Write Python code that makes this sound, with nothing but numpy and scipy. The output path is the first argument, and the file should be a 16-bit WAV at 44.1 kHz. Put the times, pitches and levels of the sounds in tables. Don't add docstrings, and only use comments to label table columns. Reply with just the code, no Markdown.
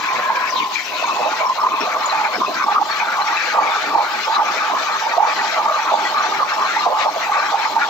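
import sys
import numpy as np
from scipy import signal
from scipy.fft import rfft, irfft, next_fast_len
from scipy.io import wavfile
from scipy.ndimage import uniform_filter1d, minimum_filter1d

SR = 44100
rng = np.random.default_rng(int(sys.argv[2]) if len(sys.argv) > 2 else 0)


def transcribe(signal):
    frames = np.atleast_2d(signal).T
    limited = np.clip(frames, -1, 1)
    pcm = np.round(limited * 32767).astype(np.int16)
    wavfile.write(sys.argv[1], SR, pcm)


def gain_from_db(level_db):
    decades = np.asarray(level_db, float) / 20
    return 10 ** decades


N = 347949
SIZE = next_fast_len(N, True)
HZ = np.maximum(np.arange(SIZE // 2 + 1) * SR / SIZE, 1)

# (resonance [Hz], width before sharpening [Hz])
BAYS = [(872, 144), (1035, 114), (1170, 172)]


def in_time(rows):
    s, *columns = np.transpose(rows)
    return [np.interp(np.arange(N) / SR, s, column) for column in columns]


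def at_hz(points, hz):
    table_hz, value = np.array(points).T
    return np.interp(np.log(hz), np.log(table_hz), value)


def drift(rate):
    r = np.exp(-80 * np.pi * rate / SR)
    slow = signal.lfilter([1], [1, -2 * r, r * r], rng.standard_normal(N // 40 + 2002))[2000:]
    return np.interp(np.arange(N) / 40, np.arange(len(slow)), slow / slow.std())


def resonance(hz, width_hz):
    return 1 / np.sqrt(1 + ((HZ - hz * hz / HZ) / width_hz) ** 2)


def ports(hz):
    # (frequency [Hz], left over right [dB], likeness [0-1], left leads by [rad])
    port_table = [(30, 12, .6, 0), (150, 4.5, 0.32, -0.18), (396, 4, 0.5, -0.33), (490, 0, 0.4, 0.47),
                  (775, -6, 1, 0.52), (1100, .5, 0.7, 0.79), (1440, 1.5, 0.99, 0.87),
                  (1650, 2.5, 0.3, 1.05), (1925, -1.5, 0.56, 1.46), (2250, 16.5, 0.15, 0.98),
                  (2890, 6, 0, 0.5), (3600, 7, 0, -0.9), (4160, 10, 0.73, 0.79), (4200, 9, 0, -1.5),
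                  (4800, 5.5, 0.64, 0.066), (5300, 14.5, 0, 1.8), (5950, 15, 0.8, -0.26),
                  (7210, 18.5, 0.4, -1.3), (7760, 33.5, 0, 0), (9400, 36.5, .02, 0), (14150, 33, 0.1, 0),
                  (14510, 2, 0, 0), (14770, 19, 0.1, 0), (14550, 27.5, 0.15, 0)]
    at, *columns = np.transpose(port_table)
    left_right_db, alike, lead = (np.interp(np.log(hz), np.log(at), c) for c in columns)
    half = np.array([[.5], [-.5]])
    return gain_from_db(half * left_right_db) * np.exp(1j * half * lead), np.clip(alike, 0, 1)


def stereo_noise(shape):
    white = rfft(rng.standard_normal((2, SIZE)))
    pan, alike = ports(HZ)
    shared = np.sqrt(1 + alike) * white[0]
    opposed = np.sqrt(1 - alike) * white[1] * [[1], [-1]]
    return (shared + opposed) * pan * shape


def mid_one(x):
    return x / np.sqrt(np.mean(x.mean(0) ** 2) + 1e-20)


def patchy(table, count, together_db, own_db, own_rate, gain=1, bump_db=None):
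    low, high = table[0][0], table[-1][0]
    spectra = stereo_noise(gain * gain_from_db(at_hz(table, HZ)) * (HZ > low) * (HZ < high))
    place = np.log(HZ / low) / np.log(high / low) * (count - 1)
    out, together, near = 0, drift(72.0), drift(own_rate)
    for k in range(count):
        overlap = np.sqrt(np.clip(1 - abs(place - k), 0, 1)) ** 3.28
        band = irfft(spectra * overlap, SIZE)[:, :N]
        fresh = drift(own_rate)
        db = together_db * together + own_db * (fresh + 0.18 * near)
        if bump_db:
            db = db + bump_db(low * (high / low) ** (k / (count - 1)))
        out, near = out + band * gain_from_db(db), fresh
    return mid_one(out)


def swells(bed_db, rows, edge_s, wander_db):
    power = gain_from_db(2 * (bed_db + wander_db * drift(7.5)))
    for s, length, db in rows:
        first, last = round((s - .1) * SR), round((s + length + .1) * SR)
        at = np.arange(max(first, 0), min(last, N))
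        outside = np.maximum(abs(at / SR - s - length / 2) - length / 2 + edge_s, 0)
        power[at] += gain_from_db(2 * db) * np.exp(-(outside / edge_s) ** 2)
    return np.sqrt(power)


def churn():
    # (start [s], length [s], level [dB], pitch [Hz])
    surges = [(0.121, 0.15, -28, 1035), (0.14, 0.075, -37, 280), (0.29, 0.17, -22, 1035),
              (0.526, 0.14, -20, 1035), (0.603, 0.038, -34.5, 280), (1.003, 0.014, -34, 1035),
              (1.097, 0.089, -26, 1035), (1.075, 0.031, -21.0, 872), (1.08, 0.033, -20, 1170),
              (1.189, 0.038, -25.5, 620), (1.194, 0.037, -36.5, 280), (1.254, 0.043, -26.0, 620),
              (1.408, 0.047, -22.5, 620), (1.41, 0.022, -31, 1035), (1.401, 0.13, -19, 1035),
              (1.571, 0.017, -25, 1035), (1.579, 0.094, -22, 1170), (1.63, 0.045, -19, 1035),
              (1.712, 0.099, -23.5, 1035), (1.806, 0.034, -30, 280), (1.953, 0.02, -25, 1035),
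              (2.033, 0.045, -23.5, 1035), (2.126, 0.046, -19.0, 872), (2.182, 0.105, -19.0, 872),
              (2.365, 0.053, -33, 280), (2.406, 0.022, -18.0, 1035), (2.408, 0.05, -21.5, 1170),
              (2.476, 0.035, -33.5, 280), (2.479, 0.045, -27.0, 620), (2.603, 0.023, -19, 1170),
              (2.642, 0.038, -36.5, 280), (2.666, 0.064, -18.5, 872), (2.669, 0.04, -32, 620),
              (2.742, 0.053, -14.5, 1170), (2.797, 0.029, -17.0, 872), (2.996, 0.048, -22, 872),
              (3.15, 0.042, -24, 1170), (3.166, 0.014, -30, 1035), (3.178, 0.045, -19, 872),
              (3.299, 0.055, -21, 872), (3.322, 0.04, -21.5, 1170), (3.535, 0.218, -25, 1170),
              (3.543, 0.086, -25, 620), (3.546, 0.1, -18.5, 1170), (3.55, 0.05, -18.5, 872),
              (3.562, 0.045, -33, 1035), (3.607, 0.14, -21.5, 872), (3.87, 0.1, -37.5, 280),
              (3.933, 0.095, -35, 620), (3.944, 0.077, -14, 872), (3.973, 0.056, -22, 1035),
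              (4.01, 0.05, -30, 1170), (4.267, 0.034, -28.5, 620), (4.276, 0.062, -19.5, 872),
              (4.36, 0.048, -15, 1170), (4.372, 0.02, -17, 1035), (4.377, 0.095, -33, 620),
              (4.379, 0.051, -14.5, 872), (4.517, 0.022, -32, 1170), (4.713, 0.064, -20.5, 1035),
              (4.74, 0.065, -22.5, 1170), (4.85, 0.13, -26, 1170), (5.024, 0.06, -19, 872),
              (5.13, 0.05, -24.0, 1170), (5.169, 0.021, -15, 620), (5.2, 0.057, -13.5, 872),
              (5.224, 0.115, -25, 1170), (5.418, 0.046, -23, 872), (5.575, 0.045, -21, 1170),
              (5.584, 0.042, -20.0, 872), (5.644, 0.063, -24, 872), (5.657, 0.12, -29, 620),
              (5.658, 0.125, -19.5, 1170), (5.851, 0.07, -25, 1170), (5.859, 0.05, -22.5, 1035),
              (5.91, 0.039, -39, 280), (5.92, 0.031, -20.5, 620), (5.921, 0.034, -19, 872),
              (5.987, 0.05, -22, 872), (6.146, 0.075, -17.5, 1170), (6.304, 0.068, -35, 1170),
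              (6.397, 0.039, -17, 1170), (6.399, 0.032, -26.0, 620), (6.422, 0.022, -17, 1035),
              (6.579, 0.08, -20.5, 1035), (6.605, 0.059, -41, 280), (6.615, 0.058, -21, 1170),
              (6.754, 0.075, -23.5, 872), (6.789, 0.071, -22, 1170), (6.838, 0.059, -22, 1035),
              (6.846, 0.043, -23, 872), (6.866, 0.069, -21, 620), (6.911, 0.125, -22.5, 872),
              (6.914, 0.045, -22.0, 1035), (6.919, 0.175, -25, 1170), (6.99, 0.034, -25.5, 620),
              (7.008, 0.032, -23, 1035), (7.046, 0.055, -20, 872), (7.05, 0.034, -22.5, 620),
              (7.16, 0.02, -21, 620), (7.26, 0.075, -28, 872), (7.32, 0.088, -17.5, 1170),
              (7.365, 0.032, -22.5, 620), (7.353, 0.043, -20, 872), (7.483, 0.07, -24.5, 1170),
              (7.51, 0.02, -27, 872), (7.52, 0.025, -25, 620), (7.656, 0.032, -21.5, 1170),
              (7.704, 0.03, -31, 620), (7.752, 0.064, -24, 872)]
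    # (time [s], gurgle [dB], low bay [dB], middle bay [dB], high bay [dB])
    bed_levels = [(0.0, -34, -33.5, -26.5, -35), (0.5, -33, -37, -29.5, -50), (0.72, -43, -32, -30, -46),
                  (0.99, -31, -44, -28.5, -41), (1.21, -38.5, -24, -25, -33), (1.56, -36, -33, -46, -36),
                  (2.02, -32.5, -29, -30.5, -24), (2.55, -33, -36, -29, -37),
                  (2.9, -37.5, -26.5, -47.5, -27.5), (3.54, -33, -28.5, -46, -30),
                  (3.82, -30, -27, -43, -25.5), (4.11, -34.5, -29.5, -54, -29),
                  (6.11, -33, -24.5, -50, -26), (6.61, -32, -24.5, -34, -27), (6.92, -37, -35, -33, -32.5),
                  (7.21, -34, -25, -39, -28.5), (7.54, -34, -22, -32.5, -33),
                  (7.89, -36, -29, -39.5, -29.5)]
    # (middle [s], length [s], change [dB])
    lulls = [(0.824, 0.18, -8.5), (0.993, .04, -4), (1.07, .025, -13), (1.146, .04, -6), (1.298, .04, -4.5),
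             (1.387, 0.03, -5), (1.545, 0.035, -9), (2.388, .032, -9), (2.523, .11, -3), (2.662, .025, -10),
             (2.845, .03, 0), (3.392, 0.045, -8), (3.505, .03, -16), (3.832, 0.09, -12), (4.233, .056, -9),
             (4.426, 0.032, -5), (4.58, .065, -5), (4.989, .04, -11), (6.37, .037, -3.5), (6.722, 0.1, -7),
             (7.13, .03, -7)]
    slosh_hz, gurgle_hz, slosh_db = 280, 620, -43.5
    centres = np.array([slosh_hz, gurgle_hz] + [hz for hz, _ in BAYS])
    rows, t = np.array(surges), np.arange(N) / SR
    nearest = abs(np.log(rows[:, 3:] / centres)).argmin(axis=1)
    lull_db = sum(db * np.exp(-(2 * (t - s) / length) ** 2) for s, length, db in lulls)
    gurgle_db, *bay_db = in_time(bed_levels)
    beds = [slosh_db, gurgle_db + 0.36 * lull_db] + [db + lull_db for db in bay_db]
    return [swells(bed_db, rows[nearest == k, :3], edge_s=0.0065, wander_db=2.5)
            for k, bed_db in enumerate(beds)]


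def shop_rumble():
    # (frequency [Hz], relative level per Hz [dB])
    shop_colour = [(20, -9), (50, -8), (75, 2), (100, -3.5), (150, 12.5), (220, -9.5)]
    return gain_from_db(-61) * patchy(shop_colour, count=4, together_db=1.7, own_db=-2.2, own_rate=4.0)


def top_noise():
    # (frequency [Hz], relative level per Hz [dB])
    top_colour = [(7900, -47), (8250, -32), (8900, -24.5), (9000, -17.5), (10000, -22), (10200, -20),
                  (12400, -18), (12600, -26), (12800, -23), (14000, -7), (14350, 7.5), (14600, 4.5),
                  (14950, -11), (15700, -13), (15800, -65)]
    # (time [s], level [dB])
    top_levels = [(0, -51.5), (.9, -50), (1.3, -51.5), (2.4, -51), (3.4, -51), (7.89, -51.5)]
    noise = patchy(top_colour, count=4, together_db=-1.0, own_db=-0.2, own_rate=15.0)
    return gain_from_db(in_time(top_levels)[0]) * noise


def air_stream():
    # (frequency [Hz], relative level per Hz [dB])
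    stream_colour = [(1200, -12.5), (1800, 11.5), (3000, 4), (6000, -3), (7400, -10.5), (7900, -17),
                     (8200, -38.5)]
    return gain_from_db(-39) * patchy(stream_colour, count=16, together_db=2.3, own_db=3.5, own_rate=26.0)


def slosh(gain):
    # (frequency [Hz], relative level per Hz [dB])
    slosh_colour = [(90, -32), (130, -20.5), (200, -5), (300, 0), (420, 0.5), (560, -12)]
    return gain * patchy(slosh_colour, count=7, together_db=-0.15, own_db=2.0, own_rate=10.0)


def gurgle(gain):
    # (frequency [Hz], relative level per Hz [dB])
    gurgle_colour = [(330, -27), (440, -11), (500, 4), (545, -1.5), (640, 8.5), (760, 3.5), (1000, -20)]
    return gain * patchy(gurgle_colour, count=8, together_db=2.0, own_db=3.0, own_rate=21.6)


def bubbles(rows, ring_s, trim_db, widest_beat_hz):
    out = np.zeros((2, N))
    t = np.arange(round(.08 * SR)) / SR
    shape = (1 - np.exp(-(t / 0.0039) ** 2)) * np.exp(-t / ring_s)
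    for (s, db, hz), (turn, other, apart) in zip(rows, rng.random((len(rows), 3))):
        tone = np.exp(2j * np.pi * (hz * t + turn))
        beat_hz = widest_beat_hz * (2 * apart - 1)
        tone = tone * (1 + 1.08 * np.exp(2j * np.pi * (beat_hz * t + other)))
        pan = ports(np.array([hz]))[0]
        heard = (tone * pan / abs(pan.mean())).real
        at = round(s * SR)
        out[:, at:at + len(t)] += (gain_from_db(db + trim_db) * shape * heard)[:, :N - at]
    return out


def blips():
    # (time [s], level before the trim [dB], pitch [Hz])
    blip_rows = [(0.0333, -20, 2280), (0.0812, -17.5, 2330), (0.1545, -17, 2270), (0.3541, -16, 2350),
                 (0.5598, -15.5, 3870), (0.7542, -9.5, 2330), (1.05, -18, 2240), (1.4002, -11.5, 2280),
                 (1.6851, -25, 2130), (1.9215, -21, 2260), (2.0931, -16, 4140), (2.174, -17, 2450),
                 (2.2477, -17, 2430), (2.461, -17, 2520), (2.5401, -25, 4650), (2.9088, -17, 4300),
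                 (2.9974, -12, 2290), (3.214, -18.5, 4080), (3.271, -19, 2180), (3.366, -11, 2434),
                 (3.628, -17, 2290), (3.6706, -14, 2350), (4.0203, -26, 4230), (4.1949, -19, 2060),
                 (4.4972, -25, 2450), (4.577, -16.5, 2310), (4.8085, -26, 2450), (5.1083, -17, 1910),
                 (5.2918, -15, 2350), (5.3882, -12, 1920), (5.798, -21, 2420), (6.0482, -10, 1964),
                 (6.1774, -18.5, 4200), (7.2185, -20, 1860), (7.359, -23, 2270), (0.4988, -25, 5960),
                 (0.8455, -27, 5670), (1.0625, -27, 6700), (1.4576, -22, 5470), (1.5998, -26, 5300),
                 (1.8028, -22.5, 5360), (2.0537, -21, 7010), (2.3501, -27, 5300), (2.6349, -25, 5320),
                 (3.271, -23, 5500), (4.1215, -28, 5150), (4.2398, -23, 5060), (4.4498, -23, 5860),
                 (4.9931, -27.5, 5770), (5.4405, -26, 5600), (5.8232, -27, 5820), (6.2238, -25, 6020),
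                 (6.5301, -24, 5170), (7.5807, -28, 5300)]
    return bubbles(blip_rows, ring_s=0.013, trim_db=-2.5, widest_beat_hz=219)


def gulps():
    # (time [s], level before the trim [dB], pitch [Hz])
    gulp_rows = [(0.033, -14, 1012), (0.124, -11, 1008), (0.295, -1, 950), (1.035, -2.5, 1040),
                 (1.086, -4, 1120), (1.423, -21, 1050), (1.454, -27, 1060), (1.582, -6, 1060),
                 (1.631, -2, 990), (1.73, -3.5, 1080), (1.845, -11, 1090), (2.413, -8, 1036),
                 (2.497, -22, 743), (2.636, -1.5, 1138), (2.679, 0.5, 1166), (2.767, -16, 1216),
                 (2.801, -7, 908), (3.022, -6, 828), (3.081, -6, 1390), (3.178, -3, 1080),
                 (3.547, -17, 1200), (3.983, -7, 822), (4.382, -10, 1100), (4.697, -8, 820),
                 (5.134, -3.5, 863), (5.176, -2, 840), (5.223, -10, 873), (5.654, -5.5, 864),
                 (5.934, 1, 814), (6.319, -7, 1180), (6.621, -14, 1154), (6.764, -9.5, 896),
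                 (6.859, 1, 795), (6.917, -6.5, 754), (7.29, -5, 825), (7.535, -3.5, 770),
                 (7.669, -15, 1154), (7.762, 1, 905)]
    return bubbles(gulp_rows, ring_s=0.015, trim_db=-8.5, widest_beat_hz=124.0)


def rings():
    # (start [s], length [s], level [dB], centre [Hz], width [Hz])
    ring_rows = [(.15, 0.35, -30, 1665, 110), (.86, 0.48, -34.5, 2590, 130),
                 (1.697, 0.18, -35.5, 2540, 130), (1.998, 0.2, -43, 2580, 130)]
    out, t = 0, np.arange(N) / SR
    for s, length, db, hz, width_hz in ring_rows:
        band = mid_one(irfft(stereo_noise(resonance(hz, width_hz) ** 2), SIZE)[:, :N])
        fade = np.exp(-(2 * (t - s) / length - 1) ** 4)
        out = out + band * gain_from_db(db + 3.4 * drift(18.0)) * fade
    return out


def spray():
    # (time [s], splash [dB], hiss [dB])
    spray_levels = [(0.0, -33.5, -35), (0.31, -31, -35), (0.59, -45.5, -36.5), (0.94, -36, -31),
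                    (1.65, -31.5, -37.5), (2.02, -31.5, -33.5), (2.55, -37.5, -34.5), (3.6, -34, -34.5),
                    (3.93, -32, -34.5), (4.61, -31, -33.5), (7.43, -30.5, -33.5), (7.89, -39, -32.5)]
    # (start [s], length [s], splash [dB], hiss [dB], brightest [Hz])
    gust_rows = [(0.029, 0.094, -26.5, -39, 2140), (0.145, 0.096, -26, -43, 1900),
                 (0.285, 0.04, -28, -42, 1680), (0.349, 0.16, -24.5, -41, 1890),
                 (0.549, 0.069, -31, -31, 2480), (0.725, 0.089, -31.5, -36, 2250),
                 (0.859, 0.023, -29, -36, 2290), (0.916, 0.14, -30.5, -51, 2350),
                 (1.308, 0.033, -26.5, -34, 1610), (1.361, 0.069, -26, -33, 2180),
                 (1.8, 0.047, -27.5, -32, 2410), (1.897, 0.051, -25, -54, 1620),
                 (2.007, 0.058, -29.5, -43, 1820), (2.097, 0.127, -24.5, -37, 1820),
                 (2.242, 0.032, -20, -32, 2080), (2.327, 0.038, -25.5, -36, 1620),
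                 (2.548, 0.094, -24, -55, 1490), (2.713, 0.031, -20, -30, 1800),
                 (2.899, 0.151, -24, -34.5, 1890), (3.068, 0.033, -24, -47, 1450),
                 (3.117, 0.033, -21, -33, 1720), (3.2, 0.023, -23, -42, 1600),
                 (3.263, 0.3, -23.5, -32.5, 2120), (3.602, 0.3, -24, -34.5, 1720),
                 (4.023, 0.049, -22.5, -47, 1500), (4.105, 0.165, -26.5, -35.5, 1780),
                 (4.314, 0.062, -26, -31, 1550), (4.456, 0.26, -24, -33.5, 1760),
                 (4.765, 0.086, -25.5, -39, 1610), (4.938, 0.11, -27.5, -33, 1740),
                 (5.088, 0.05, -23, -36, 1910), (5.247, 0.079, -23, -36, 1780),
                 (5.366, 0.22, -24.5, -35, 1890), (5.755, 0.093, -25.5, -34, 2010),
                 (5.873, 0.029, -22, -40, 2010), (5.979, 0.035, -23, -47, 2000),
                 (6.037, 0.066, -25.5, -29.5, 2000), (6.16, 0.057, -25, -35, 1590),
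                 (6.216, 0.068, -22, -31, 1700), (6.33, 0.075, -26, -41, 1530),
                 (6.482, 0.069, -23.5, -34, 1840), (6.604, 0.21, -24.5, -34, 1840),
                 (6.992, 0.051, -21, -29.5, 1850), (7.207, 0.05, -23, -32, 1990),
                 (7.33, 0.153, -22.5, -36, 1640), (7.58, 0.089, -24.5, -34, 2030),
                 (7.795, 0.05, -18, -33, 1570)]
    # (time [s], resonance [Hz], boost [dB])
    whoosh_rows = [(0, 1650, 1.5), (.4, 1650, -2), (.44, 4200, -6.5), (.49, 5600, 8.5), (.54, 4800, 12),
                   (.59, 3200, 4), (.63, 2180, 21.5), (.68, 1490, 2), (.71, 1300, 24.5), (.74, 1600, -4),
                   (.78, 2130, 11.5), (.86, 2400, 7.5), (.92, 3760, 4.5), (1.0, 4200, 6), (1.06, 4200, 1.5)]
    # (centre [Hz], width [Hz], boost [dB])
    peak_rows = [(1528, 47, 5), (1946, 42, 5.5), (2350, 200, 1), (3870, 83, -4), (7010, 70, 4.5)]
    # (frequency [Hz], relative level per Hz [dB])
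    splash_colour = [(700, -48), (1250, 6), (1500, 2), (2000, -3), (2600, -3.5), (3000, -26)]
    hiss_colour = [(2400, -19), (2800, 1.5), (4200, 3), (5000, -3), (6500, -8.5), (7500, -19.5),
                   (7900, -39), (8200, -46)]
    splash_db, hiss_db = in_time(spray_levels)
    gusts = np.array(gust_rows)
    middle_s = gusts[:, 0] + gusts[:, 1] / 2
    bright_hz = np.interp(np.arange(N) / SR, middle_s, gusts[:, 4]) * 2 ** (0.033 * drift(4))
    whoosh_hz, whoosh_db = in_time(whoosh_rows)
    broken = drift(17.0) * np.clip(whoosh_db / 10, 0, 1)
    peaks = np.prod([1 + (gain_from_db(db) - 1) * resonance(hz, width) ** 2 for hz, width, db in peak_rows], axis=0)

    def pocket_db(hz):
        steady = 4.4 * np.exp(-(np.log2(hz / bright_hz) / 0.47) ** 2)
        near_whoosh = np.exp(-(np.log2(hz / whoosh_hz) / 0.22) ** 2)
        return steady + (whoosh_db + 3.5 * broken) * near_whoosh

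    splash = patchy(splash_colour, count=24, together_db=-0.14, own_db=3.5, own_rate=17.7,
                    gain=peaks, bump_db=pocket_db)
    hiss = patchy(hiss_colour, count=40, together_db=-0.7, own_db=3.5, own_rate=11.5,
                  gain=peaks, bump_db=pocket_db)
    splash_gain = swells(splash_db, gusts[:, :3], edge_s=0.023, wander_db=2.0)
    hiss_gain = swells(hiss_db, gusts[:, [0, 1, 3]], edge_s=0.023, wander_db=2.0)
    return splash_gain * splash + hiss_gain * hiss


def bays(*gains):
    out, gust = 0, drift(33.0)
    for (hz, width_hz), gain in zip(BAYS, gains):
        hum = irfft(stereo_noise(resonance(hz, width_hz) ** 2.14), SIZE)[:, :N]
        power = uniform_filter1d(np.mean(hum ** 2, axis=0), size=1800)
        hum = hum / (power + 1e-20) ** 0.26
        out = out + gain * mid_one(hum * gain_from_db(1.37 * gust + 1.12 * drift(21.0)))
    return out


def scene():
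    slosh_gain, gurgle_gain, *bay_gains = churn()
    background = shop_rumble() + top_noise() + air_stream()
    water = slosh(slosh_gain) + gurgle(gurgle_gain) + rings() + spray()
    air = blips() + gulps() + bays(*bay_gains)
    return background + water + air


def duck(x):
    above_db, fall_db_per_s, treble_from_hz = -20.5, 126.5, 1220
    treble_share, bass_share = 0.45, 0.067
    level_db = 10 * np.log10(uniform_filter1d(np.mean(x ** 2, axis=0), size=441, origin=200) + 1e-12)
    ramp = fall_db_per_s * np.arange(N) / SR
    followed_db = np.maximum.accumulate(level_db + ramp) - ramp
    over_db = uniform_filter1d(np.maximum(followed_db - above_db, 0), size=221)
    treble = irfft(rfft(x, SIZE) / (1 + (treble_from_hz / HZ) ** 6.6), SIZE)[:, :N]
    return treble * gain_from_db(-treble_share * over_db) + (x - treble) * gain_from_db(-bass_share * over_db)


def limit(x, top):
    room = np.minimum(1, top / (abs(x).max(0) + 1e-9))
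    return x * uniform_filter1d(minimum_filter1d(room, size=401), size=401)


def top_cut(x):
    return signal.sosfilt(signal.butter(12, 15780, fs=SR, output="sos"), x)


def record(dry):
    bass_cut = signal.butter(2, 70, "high", fs=SR, output="sos")
    heard = signal.sosfilt(bass_cut, dry)
    mix = limit(duck(heard), top=0.86)
    return top_cut(mix)


dry = scene()
out = record(dry)
transcribe(out)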